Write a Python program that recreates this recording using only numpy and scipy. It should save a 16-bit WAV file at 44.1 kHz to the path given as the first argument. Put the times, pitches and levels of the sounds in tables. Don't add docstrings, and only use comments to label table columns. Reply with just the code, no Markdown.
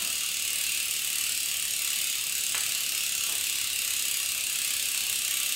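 import sys
import numpy as np
from scipy import signal
from scipy.fft import rfft, irfft
from scipy.io import wavfile
from scipy.ndimage import uniform_filter1d

SR = 44100
rng = np.random.default_rng(int(sys.argv[2]) if len(sys.argv) > 2 else 0)


def persist_wave(psi):
    counts = np.round(np.clip(psi, -1, 1) * 32767).astype(np.int16)
    wavfile.write(sys.argv[1], SR, np.atleast_2d(counts).T)


N = 244755

# frequency_hz, level_db
RUMBLE_SPECTRUM = [(12, -38), (20, -5), (43, -14), (76, 0.5), (108, -5.5), (211, -7), (244, -5.5),
                   (357, -9.5), (381, -12.5), (665, -12), (900, -14.5), (1170, -21), (1980, -120)]
# frequency_hz, level_db
RUMBLE_SIDE = [(30, -8), (70, -16), (130, -6), (250, -2.5), (600, -0.5)]
# frequency_hz, t60_s
ROOM_DECAY = [(200, 0.4), (1000, 0.27), (3000, 1), (8000, 0.97), (16000, 0.54)]
# frequency_hz, level_db
REVERB_SIDE = [(100, -8), (500, -6), (1200, -14), (2500, -16), (3600, -24), (5000, -28), (7200, -24),
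               (8100, -9), (9000, -9), (10500, -28)]
# delay_s, level_db
EARLY_ECHOES = [(.0008, -13), (.0029, -14), (.00595, -8), (.0138, -20), (.016, -17)]
# peak_s, level_db, rise_s, fall_s, thud_hz, brush_db (relative to the thud)
SOFT_MOVEMENTS = [(.02, -58.5, .04, .08, 210, 7), (3.29, -54, .025, .04, 370, 4),
                  (4.53, -63, .02, .04, 135, -20), (5.13, -61, .015, .03, 130, -20)]
# frequency_hz, level_db
BRUSH_SPECTRUM = [(60, -35), (300, -6), (650, -1), (1300, 0), (2200, -9), (6000, -40)]
# frequency_hz, level_db
KNOCK_SPECTRUM = [(100, -34), (350, -9.5), (800, -6.5), (1400, 1), (2600, 2), (3600, -2), (6000, -38),
                  (15000, -50)]
# lag_s, swing_s, latest_at (share of a turn), level_db
PAWL_TIMING = [(0, .00032, .68, 0), (.00105, .00098, .93, -4), (.00065, .0006, .88, -8)]
# frequency_hz, level_db
SNAP_SPECTRUM = [(300, -60), (1500, -32), (3000, -20), (5500, -16), (7200, -2), (8400, 1), (9800, -4),
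                 (11200, -12), (15800, -10)]
# frequency_hz, level_db
HUB_SPECTRUM = [(200, -27), (600, -18), (980, -24), (1200, -14), (1950, -9), (2400, -1.5), (2800, 0.5),
                (3250, 0), (4400, -1.5), (5600, -4), (8300, 1), (9700, -3), (11000, -5), (15600, -5)]
# frequency_hz, width_hz, lift_db
HUB_RESONANCES = [(6720, 240, 5), (7800, 200, 2), (8550, 300, 2), (10320, 280, 6), (12650, 850, 6)]
# frequency_hz, level_db, t60_s
SPROCKET_MODES = [(2576, -2, .07), (2705, 0, .08), (2842, 0, .08), (2939, -3, .1), (3142, -6, .07),
                  (6737, -4, .05), (7060, -8, .06), (7409, -9, .06), (7800, -5, .07), (8182, -7, .12),
                  (8337, -5, .08), (8463, -4, .1), (8650, -4, .07), (12672, -12, .1)]
# frequency_hz, level_db, t60_s
WHEEL_MODES = [(1152, 0, .11), (1265, -5, .08), (1351, -3, .09), (1640, -4, .05)]
# level_db, gain_db_per_s, swing_db, hardest_at (share of a turn)
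SNAP_FORCE = (-29.5, 0.1, 1.4, -1.1)
# level_db, gain_db_per_s, swing_db, hardest_at (share of a turn)
RINGING_FORCE = (-31.5, .33, 0.45, 0.96)

TEETH, FIRST_S, TEETH_PER_S, COAST_S = 24, .02124, 37.5343, 40.2385
UNEVEN_DB = .7
TIME = np.arange(N) / SR
TURNS = TEETH_PER_S * COAST_S * (1 - np.exp(-TIME / COAST_S)) / TEETH


def amp(db):
    return 10 ** (np.asarray(db) / 20)


def unit(x):
    return x / np.sqrt(np.mean(x ** 2) + 1e-20)


def read(points, hz):
    f, value = np.transpose(points)
    return np.interp(np.log(hz + 1), np.log(f + 1), value)


def convolve(x, response):
    y = signal.fftconvolve(x, response)
    overhang = np.pad(y[N:], (0, 2 * N - len(y)))
    return y[:N] + overhang


def colour(x, points, humps=(), size=8192):
    hz = abs(np.fft.fftfreq(size, 1 / SR))
    db = read(points, hz)
    for f, width, lift in humps:
        db = db + lift / (1 + (2 * (hz - f) / width) ** 4)
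    log_spectrum = np.conj(signal.hilbert(np.log(amp(db))))
    response = np.fft.ifft(np.exp(log_spectrum)).real
    return convolve(x, response[:size // 2])


def rumble(level_db=-57.5):
    mid = unit(colour(rng.standard_normal(N), RUMBLE_SPECTRUM))
    side = unit(colour(rng.standard_normal(N), RUMBLE_SPECTRUM))
    side = colour(side, RUMBLE_SIDE)
    return amp(level_db) * (mid + np.array([side, -side]))


def flatten(response, width_hz):
    z = rfft(response, 2 * len(response))
    bins = max(3, int(width_hz * 2 * len(response) / SR))
    power = uniform_filter1d(abs(z) ** 2, bins)
    return irfft(z / np.sqrt(abs(power) + 1e-12))[:len(response)]


def tail(build_s=0.0083):
    hz, t, z = signal.stft(rng.standard_normal(SR // 2), SR, nperseg=256)
    fading = z * amp(-60 * t / read(ROOM_DECAY, hz)[:, None])
    decay = signal.istft(fading, SR, nperseg=256)[1]
    swell = 1 - np.exp(-(TIME[:len(decay)] / build_s) ** 2)
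    return flatten(decay * swell, width_hz=70)


def workshop(x, count=5):
    send = colour(x, [(5000, 0), (13000, -6)])
    tooth = TEETH * TURNS
    shares = rng.standard_normal((int(tooth[-1]) + 2, count))
    paths = np.array([np.interp(tooth, np.arange(len(share)), share) for share in shares.T])
    paths = paths / np.linalg.norm(paths, axis=0)
    mid = sum(convolve(send * path, tail()) for path in paths)
    side = colour(convolve(send, tail()), REVERB_SIDE)
    return mid + np.array([side, -side])


def near(x):
    out = x.copy()
    for delay_s, db in EARLY_ECHOES:
        out += amp(db) * np.interp(TIME - round(delay_s * SR) / SR, TIME, x, left=0)
    return out


def movements():
    out = np.zeros(N)
    for s, db, rise, fall, hz, brush_db in SOFT_MOVEMENTS:
        edges = [hz / np.sqrt(2), hz * np.sqrt(2)]
        band = signal.butter(2, edges, "bandpass", fs=SR, output="sos")
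        thud = signal.sosfilt(band, rng.standard_normal(N))
        brush = colour(rng.standard_normal(N), BRUSH_SPECTRUM)
        press = np.exp(-np.maximum((s - TIME) / rise, (TIME - s) / fall))
        out += amp(db) * press * (unit(thud) + amp(brush_db) * unit(brush))
    return out


def knock(start_s=2.547, snap_db=-3.5, rattle_db=-33, rattle_t60_s=.16):
    at = round(start_s * SR)
    rattle = amp(rattle_db - 60 * TIME[:N - at] / rattle_t60_s)
    blow = np.zeros(N)
    blow[at:] = rattle * rng.standard_normal(N - at)
    blow[at] += 2 * amp(snap_db)
    return colour(blow, KNOCK_SPECTRUM)


def pawl(lag, swing, latest, db, jitter_s=.00005):
    tooth = np.arange(int(TEETH * TURNS[-1]) + 1)
    late, hard = rng.standard_normal((len(tooth), 2)).T
    s = FIRST_S - COAST_S * np.log(1 - tooth / (TEETH_PER_S * COAST_S))
    off_centre = swing * np.cos(2 * np.pi * (tooth / TEETH - latest))
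    s = s + lag + off_centre + jitter_s * late
    return np.bincount(np.round(s * SR).astype(int), amp(db + UNEVEN_DB * hard), N)[:N]


def force(db, db_per_s, swing_db, hardest):
    swell_db = swing_db * np.cos(2 * np.pi * (TURNS - hardest))
    return amp(db + db_per_s * TIME + swell_db)


def shell(blows, rise_s=0.00072, t60_s=.017):
    t = TIME[:SR // 20]
    energy = amp(-2 * 60 * t / t60_s) * (1 - np.exp(-t / rise_s))
    envelope = np.sqrt(abs(convolve(blows ** 2, energy)))
    return envelope * rng.standard_normal(N)


def ring(x, modes):
    t = TIME[:SR // 4]
    response = np.zeros(len(t))
    for k, (hz, db, t60) in enumerate(modes):
        sign = (-1) ** k
        response += sign * amp(db - 60 * t / t60) * np.cos(2 * np.pi * hz * t)
    return convolve(x, response)


def freewheel(tick_db=-8.0, hub_db=-3.0, sprockets_db=-13.5, wheel_db=-33.5, facing=0.061):
    pawls = [pawl(*row) for row in PAWL_TIMING]
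    blows = sum(pawls)
    tick = amp(tick_db) * unit(colour(blows, SNAP_SPECTRUM)) * force(*SNAP_FORCE)
    hub = amp(hub_db) * unit(colour(shell(blows), HUB_SPECTRUM, HUB_RESONANCES))
    sprockets = amp(sprockets_db) * unit(ring(pawls[0], SPROCKET_MODES))
    lobes = np.sin(2 * np.pi * (TURNS - facing))
    wheel = amp(wheel_db) * unit(ring(pawls[0], WHEEL_MODES) * lobes)
    return tick, (hub + sprockets + wheel) * force(*RINGING_FORCE)


def scene(bike_db=-2, tick_wet_db=-3, ring_wet_db=6.5, man_wet_db=2.5):
    tick, ringing = amp(bike_db) * np.array(freewheel())
    man = knock() + movements()
    send = amp(tick_wet_db) * tick + amp(ring_wet_db) * ringing + amp(man_wet_db) * man
    return near(tick + ringing + man) + workshop(send) + rumble()


def record(dry, edge_hz=15780):
    lowpass = signal.firwin(801, edge_hz, window=("kaiser", 8), fs=SR)
    return signal.oaconvolve(dry, lowpass[None], "same", axes=1)


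dry = scene()
out = record(dry)
persist_wave(out)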